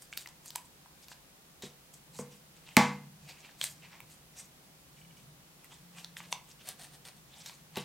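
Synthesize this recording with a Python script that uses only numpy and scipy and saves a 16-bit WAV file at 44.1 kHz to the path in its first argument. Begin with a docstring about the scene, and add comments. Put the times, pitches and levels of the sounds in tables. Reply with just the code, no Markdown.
"""Crinkling and snipping plastic sachets

Hands crinkle small plastic sachets over a glass dish on a wooden table: the film crackles and its
creases snap. Then scissors snip one open, and their steel rings. Things are set down on the table,
once hard, and there are a few faint glassy pings. A small room echoes it all.
Behind it, a low hum wavers over microphone hiss and a thin drone swells once."""
import sys
import numpy as np
from scipy import signal
from scipy.fft import rfft, irfft
from scipy.io import wavfile

SR = 44100
rng = np.random.default_rng(int(sys.argv[2]) if len(sys.argv) > 2 else 0)


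def dump(signal):
    """Clip the signal to [-1, 1] and save it as 16-bit WAV at the path in sys.argv[1]."""
    limited = np.clip(np.atleast_2d(signal).T, -1, 1)
    pcm = np.round(limited * 32767).astype(np.int16)
    wavfile.write(sys.argv[1], SR, pcm)


N = 345744

# Tone of the hiss: f/Hz, level/dB
HISS_TONE = [(12, -37), (20, -17), (74, -5.5), (107, -19), (142, -3.5), (222, -9), (367, -12.5),
             (446, -14.5), (527, -11.5), (574, -15), (718, -13.5), (1810, -18), (2990, -18), (16000, -23)]
# How alike the hiss is left and right: f/Hz, likeness (1 = the same)
HISS_LIKENESS = [(60, 0.57), (240, 0.89), (950, 0.083), (3770, -0.14), (15000, -0.046)]
# How the hum wavers: t/s, level/dB
HUM_LEVELS = [(0.0, -76), (0.47, -68), (0.86, -75.5), (1.02, -70), (1.5, -91), (2.18, -58.5), (2.51, -67.5),
              (3.3, -60), (3.41, -76), (3.65, -61.5), (3.86, -61), (4.77, -72.5), (5.01, -61.5),
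              (5.21, -57.5), (5.58, -72.5), (5.74, -65), (7.71, -64), (7.84, -53)]
# How long the room echoes: f/Hz, t60/s (t60 is the time to fade by 60 dB)
ROOM_FADE = [(150, 0.69), (500, 0.33), (2000, 0.3), (6000, 0.19), (14000, 0.18)]
# What the walls send back: f/Hz, level/dB
ROOM_TONE = [(150, -10.5), (600, 1), (2500, -1), (9000, 0)]
# How alike the echo is left and right: f/Hz, likeness
ROOM_LIKENESS = [(300, 1), (2000, 0.91), (6000, 0.64), (15000, 0.24)]
# Light touches of glass: t/s, level/dB
PING_TOUCHES = [(4.982, -60), (5.014, -53), (5.048, -56), (5.107, -54), (5.169, -54.5)]
# Notes of that glass: f/Hz, level/dB, t60/s
GLASS_NOTES = [(2300, -2, 0.038), (2950, -0.5, 0.039)]
# Things set down: t/s, level/dB, favoured f/Hz, hardness/dB, relative clatter/dB, ring length factor
BLOWS = [(1.635, -31.5, 383, -30, -27, 0.6), (2.192, -28, 462, -17.5, -14, 0.89),
         (2.7712, -11.5, 225, 1, 1, 0.98), (7.7723, -24, 384, -4.5, -30, 0.42)]
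# Notes a blow rings, first the room's low boom, then the wooden table: f/Hz, level/dB, t60/s
BLOW_NOTES = [(145, -8.5, 0.78), (201.2, -1, 0.48), (233.6, 1, 0.22), (320, -32, 0.45), (488, -6.5, 0.36),
              (640.4, 2, 0.11), (821, -8.5, 0.33), (867, 2.5, 0.26), (990, -14, 0.39), (1129, -3.5, 0.35),
              (2070, -6.5, 0.35), (2430, -31, 0.6)]
# Tone of the clatter after a blow: f/Hz, level/dB
CLATTER_TONE = [(240, -13), (400, -21), (742, -5.5), (906, 0), (1380, -9), (2150, -5.5), (2970, -13.5),
                (7280, -19), (16000, -48)]
# Scissor cuts: t/s, level/dB, rise/s, hold/s
SCISSOR_CUTS = [(6.691, -43.5, 0.056, 0.0065), (6.795, -51, .014, 0.053), (6.941, -57.5, 0.058, .01),
                (7.052, -52.5, 0.007, 0.033), (7.167, -62, .015, .003)]
# Tone of film being cut: f/Hz, level/dB
CUT_TONE = [(180, -46), (300, -18), (737, -3.5), (828, -9.5), (2700, -7.5), (5160, -8), (8790, -10.5),
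            (14700, -16.5), (16000, -23.5)]
# Ringing peaks of the snip, the blades and last the microphone's bright peak: f/Hz, width/Hz, level/dB
SNIP_PEAKS = [(750, 100, -16), (1890, 250, -17), (3570, 570, -13), (4300, 280, -16), (8800, 600, -6)]
# Film snaps and small clicks: t/s, level/dB, ring f/Hz, relative tick/dB, relative dish sound/dB
CREASE_SNAPS = [(0.0214, -37, 8440, -15, -35), (0.1273, -30.5, 2280, -29, -42),
                (0.1349, -35.5, 2700, -27, -41), (0.174, -25.5, 4330, 10, -40),
                (0.2595, -33, 2000, -6, -33), (0.273, -35.5, 5000, -9, -7), (0.2874, -38, 4850, -24.5, -22),
                (0.459, -37.5, 8380, -11, -13), (0.5046, -31, 4580, 1, -16), (0.5577, -21.5, 8200, -24, -3),
                (0.581, -43, 2550, -16, -23), (0.8592, -52, 1610, -14, 8.5), (1.0833, -39.5, 4470, 0, -15),
                (1.1162, -41.5, 1560, -14, 3), (1.622, -35.5, 3830, 0, -20), (1.6541, -44, 3570, -19, -19),
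                (1.9385, -43, 7000, -8, -40), (2.1894, -44, 5810, 1, 7), (2.6742, -42, 2600, -18, -17),
                (2.689, -38.5, 2610, -17, -24), (3.448, -40, 2380, -19, -18), (3.613, -16, 3290, -24, -23),
                (3.64, -14, 8200, -23, -42), (3.823, -46, 2800, -20, -20), (4.0036, -38, 2330, 4, -4),
                (5.6441, -47, 2030, 7, -26), (5.9843, -39.5, 2470, -16, -32), (6.0453, -27, 4060, -22, -31),
                (6.1678, -30, 2870, -24, -33), (6.2034, -36.5, 2120, -18, 1.5),
                (6.326, -17, 3610, -35, -4.5), (6.673, -35, 8800, -12, -21), (6.6882, -24, 8800, -17, -35),
                (7.0516, -41, 3420, -21, -20), (7.0848, -38, 4300, -14, -31), (7.46, -35.5, 6060, 0, -21),
                (7.4956, -36.5, 3190, -14, -3), (7.7574, -33, 4160, -21, -9), (7.7706, -27.5, 2850, 1, -5)]
# Crinkles and slides of the film: t/s, level/dB, rise/s, fall/s, brightness/dB, ring f/Hz
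CRINKLES = [(.026, -53.5, .04, 0.071, -0.5, 4800), (.126, -57, 0.013, .063, 5, 2400),
            (0.171, -44.5, 0.0042, 0.092, -1, 3840), (0.463, -51.5, 0.036, .16, -0.5, 4700),
            (0.555, -38.5, 0.004, 0.012, -12, 4260), (.655, -61, .03, .015, 3.5, 3460),
            (1.044, -60, .12, .02, -2, 3600), (1.122, -45, .031, .023, -1.5, 4560),
            (1.624, -40.5, 0.0053, 0.07, -6.5, 3770), (1.942, -54.5, 0.0085, 0.035, 9, 6460),
            (2.148, -49.5, 0.018, 0.1, -1, 4130), (2.21, -53, 0.067, 0.043, 6, 4940),
            (2.324, -59.5, 0.049, 0.093, -4, 2760), (2.564, -63.5, 0.029, .07, -16, 2870),
            (2.686, -55, 0.064, 0.15, -10, 2770), (3.296, -48.5, 0.065, .06, -7.5, 2500),
            (3.38, -58.5, .15, .15, -12, 2500), (3.45, -53.5, .05, 0.099, -28, 2550),
            (3.635, -33, 0.038, 0.072, -.5, 3980), (3.706, -54, .05, 0.12, 0.5, 6000),
            (3.834, -52, 0.023, 0.072, -21, 2530), (3.932, -52, 0.038, 0.084, -31, 2020),
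            (4.12, -58.5, 0.095, .09, -1.5, 4460), (4.394, -44, 0.046, 0.06, -1, 5800),
            (4.97, -66, 0.053, .2, -7, 3090), (5.17, -60.5, .01, .084, -1.5, 3800),
            (5.646, -56.5, 0.023, .042, -4, 2520), (5.724, -54, 0.033, 0.098, -5, 3370),
            (5.988, -47, 0.053, 0.057, -3, 2640), (6.042, -54, .006, 0.021, -21, 4300),
            (6.167, -49.5, 0.0046, .15, -4, 3080), (6.24, -56, 0.088, .026, -9, 2630),
            (6.322, -38.5, .013, 0.025, -.5, 3420), (6.514, -57.5, .085, 0.022, -2.5, 3100),
            (6.62, -58, .04, 0.014, -15, 2830), (7.324, -60.5, 0.052, .1, -30, 3330),
            (7.404, -52.5, 0.11, 0.073, -2.5, 3450), (7.464, -47.5, 0.028, .12, -2, 4080),
            (7.773, -40.5, 0.028, 0.077, -7.5, 3900)]
# Tone of the crackling film: f/Hz, level/dB
FILM_TONE = [(180, -44), (300, -18), (678, -7.5), (870, -7), (1460, -11.5), (2100, -6.5), (4370, -8.5),
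             (8360, -5), (10900, -16.5), (13300, -13.5), (16000, -36)]


def gain_of(db):
    return 10 ** (np.asarray(db) / 20)


def fade(t, t60):
    return gain_of(-60 * t / t60)


def evened(x):
    """Scales x to an average power of 1."""
    return x / np.sqrt(np.mean(x ** 2) + 1e-20)


def value_at(points, hz):
    """Looks up a pitch between the rows of a table."""
    f, value = np.transpose(points)
    return np.interp(np.log(hz + 1), np.log(f + 1), value)


def add(mix, s, sound):
    part = mix[round(s * SR):][:len(sound)]
    part += sound[:len(part)]


def coloured(x, tone):
    """Gives x the tone listed in a table."""
    return evened(irfft(rfft(x) * gain_of(value_at(tone, np.fft.rfftfreq(len(x), 1 / SR))), len(x)))


def resonate(x, hz, width):
    """Makes x ring near hz: shifts that pitch to zero, smooths, and shifts back."""
    turn = np.exp(2j * np.pi * np.cumsum(hz * np.ones(len(x))) / SR)
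    r = np.exp(-np.pi * width / SR)
    return 2 * (turn * signal.lfilter([1 - r], [1, -r], x / turn)).real


def resonate_twice(x, hz, width):
    return resonate(resonate(x, hz, width), hz, width)


def crackle(per_s, spread_db, rub):
    """Scattered clicks of very unequal size over a steady rubbing noise."""
    size = gain_of(spread_db * np.minimum(rng.exponential(1, N), 4)) * (rng.random(N) < per_s / SR)
    return evened(size * rng.standard_normal(N)) + rub * rng.standard_normal(N)


def stereo(left, other, likeness):
    """Pairs the left channel with a right one that is partly like it."""
    alike = value_at(likeness, np.fft.rfftfreq(len(left), 1 / SR))
    right = irfft(alike * rfft(left) + np.sqrt(1 - alike ** 2) * rfft(other), len(left))
    return np.array([left, right])


def swell(s, db, rise, hold, fall):
    """Climbs to db at time s, holds, then drops; rise and fall are seconds per 20 dB."""
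    t = np.arange(N) / SR
    away = np.maximum((s - t) / rise, (t - s - hold) / fall)
    return gain_of(db - 20 * np.clip(away, 0, 6))


def hiss(db=-58.5):
    """Steady noise of the two microphones and the quiet room."""
    left, other = (coloured(noise, HISS_TONE) for noise in rng.standard_normal((2, N)))
    return gain_of(db) * stereo(left, other, HISS_LIKENESS)


def hum(hz=147.8, width_hz=46):
    """A narrow band of low noise grows louder and softer."""
    level = gain_of(np.interp(np.arange(N) / SR, *np.transpose(HUM_LEVELS)))
    middle, side = (evened(resonate_twice(noise, hz, width_hz)) for noise in rng.standard_normal((2, N)))
    return level * np.array([middle + 0.22 * side, middle - 0.083 * side])


def drone(full_s=5.85):
    """A thin tone swells once, its pitch wobbling slightly."""
    t = np.arange(N) / SR
    hz = 173 + 2.2 * np.cos(2 * np.pi * 2.6 * (t - full_s))
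    return swell(full_s, db=-57.5, rise=.15, hold=.45, fall=.25) * np.sin(2 * np.pi * np.cumsum(hz) / SR)


def room(x, db=-10, build_s=0.0084):
    """The walls send back many small echoes; the high pitches die first."""
    echoes = np.zeros((2, SR))
    arrivals = np.arange(0, SR - 20, 20) + rng.integers(0, 20, (2, SR // 20 - 1))
    np.put_along_axis(echoes, arrivals, rng.choice([-1., 1.], arrivals.shape), 1)
    hz, t, bands = signal.stft(echoes, SR, nperseg=256)
    build = np.minimum(t / build_s, 1) ** 2
    walls = gain_of(value_at(ROOM_TONE, hz)[:, None]) * fade(t, value_at(ROOM_FADE, hz)[:, None])
    left, other = signal.istft(bands * build * walls, SR, nperseg=256)[1]
    tail = stereo(left, other, ROOM_LIKENESS) / np.linalg.norm(left)
    return gain_of(db) * signal.fftconvolve(x[None], tail, axes=1)[:, :N]


def pings():
    """Each touch rings two close glass notes, like bangles meeting."""
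    out, t = np.zeros(N), np.arange(3000) / SR
    ring = sum(gain_of(db) * fade(t, t60) * np.sin(2 * np.pi * hz * t) for hz, db, t60 in GLASS_NOTES)
    for s, db in PING_TOUCHES:
        add(out, s, gain_of(db) * ring * np.minimum(t / 0.0018, 1))
    return out


def thuds(ring_db=-12.5, crack_lead_s=.0032):
    """Each thing set down cracks and clatters; just after, the table rings and the room booms."""
    out, t = np.zeros(N), np.arange(SR) / SR
    for s, db, blow_hz, hard_db, clatter_db, length in BLOWS:
        ring = 0
        for hz, note_db, t60 in BLOW_NOTES:
            favour_db = 4.7 * np.exp(-(np.log2(hz / blow_hz) / .5) ** 2)
            treble_db = hard_db * np.clip(np.log2(hz / 450), 0, 1)  # soft blows barely stir high notes
            note = fade(t, length * t60) * np.sin(2 * np.pi * hz * t)
            ring = ring + gain_of(note_db + favour_db + treble_db) * note
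        push = 3.44 * np.sin(2 * np.pi * blow_hz * t) * fade(t, 0.037)  # the top gives under the blow
        add(out, s, gain_of(db + ring_db) * (ring + push) * np.minimum(t / 0.0014, 1))
        clatter = coloured(rng.standard_normal(SR), CLATTER_TONE)
        crack = 0.64 * clatter + 1.03 * evened(np.diff(clatter, prepend=0))  # first contact is brighter
        contact = np.minimum(1, fade(t - .002, 0.0023))  # holds while the edge settles
        shake = 0.48 * crack * contact + gain_of(-10.5) * clatter * fade(t, length * 0.34)
        add(out, s - crack_lead_s, gain_of(db + clatter_db) * shake)
    return out


def scissors():
    """The blades catch and slip through the film and ring; the microphone adds a bright peak."""
    cutting = coloured(crackle(per_s=2500, spread_db=2.2, rub=0.67), CUT_TONE)
    ring = sum(gain_of(db) * evened(resonate(cutting, hz, width)) for hz, width, db in SNIP_PEAKS)
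    return sum(swell(*cut, fall=0.042) for cut in SCISSOR_CUTS) * evened(cutting + ring)


def snaps(dish_hz=976):
    """A crease flips: a bright tick, and a short ring of the film and of the air in the dish."""
    out, t = np.zeros(N), np.arange(2000) / SR
    rise = np.minimum(t / 0.00066, 1) ** 2  # the crease gives way within a millisecond
    dish = np.sin(2 * np.pi * dish_hz * t) * rise * fade(t, t60=.014)
    for s, db, hz, tick_db, dish_db in CREASE_SNAPS:
        burst = rng.standard_normal(len(t)) * rise * fade(t, t60=.01)
        flip = np.sin(2 * np.pi * hz * t) * rise * np.exp(-hz * t / 2.5)  # lasts a few cycles
        ring = flip + resonate_twice(burst, hz, width=hz)
        tick = np.diff(burst, prepend=0)
        snap = ring / abs(ring).max() + gain_of(tick_db) * tick / abs(tick).max()
        add(out, s, gain_of(db) * (snap + gain_of(dish_db) * dish))
    return out


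def film_patches(clump_db=6.15, clumps_per_s=45):
    """Many small patches of film each ring at their own pitch and crackle in their own clumps."""
    out = np.zeros(N)
    for hz in np.geomspace(500, 15000, num=18):
        clumps = evened(signal.resample(rng.standard_normal(round(N / SR * clumps_per_s)), N))
        ring = resonate(crackle(per_s=700, spread_db=2.8, rub=0.9), hz, width=0.21 * hz)
        out += gain_of(clump_db * clumps) * np.sqrt(hz) * evened(ring)
    return out


def rustle():
    """Handled film crackles: a dull part, a bright part, and the ring of the patch being bent."""
    film = coloured(film_patches(), FILM_TONE)
    dull = signal.sosfiltfilt(signal.butter(2, 5500, fs=SR, output="sos"), film)
    bright = evened(film - dull)
    powers = np.array([swell(s, db, rise, 0, fall) for s, db, rise, fall, _, _ in CRINKLES]) ** 2
    total = powers.sum(0)
    bright_db, patch_hz = np.array(CRINKLES)[:, 4:].T @ powers / total  # the loudest sets the tone
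    rubbing = crackle(per_s=1200, spread_db=2.5, rub=1.2)
    patch = evened(resonate_twice(rubbing, patch_hz, width=750))
    bright_share = gain_of(bright_db)
    dull_share = np.sqrt(np.clip(1 - bright_share ** 2, .01, 1))
    body = dull_share * (0.81 * evened(dull) + 0.26 * patch) + 0.19 * patch
    return np.sqrt(total) * (body + 0.8 * bright_share * bright)


def scene():
    """Mixes the sounds at the table, their echo and the background."""
    thin_film = signal.butter(2, 550, "high", fs=SR, output="sos")  # thin film gives off no bass
    low_cut = signal.butter(2, 90, "high", fs=SR, output="sos")  # the microphone drops the deepest bass
    near = signal.sosfilt(thin_film, snaps() + rustle()) + pings() + scissors() + thuds()
    return signal.sosfilt(low_cut, near + room(near)) + hum() + drone() + hiss()


def record(dry, top_hz=16100):
    """Cuts off the very highest treble."""
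    return signal.oaconvolve(dry, signal.firwin(255, top_hz, window=("kaiser", 9), fs=SR)[None], "same")


dry = scene()
out = record(dry)
dump(out)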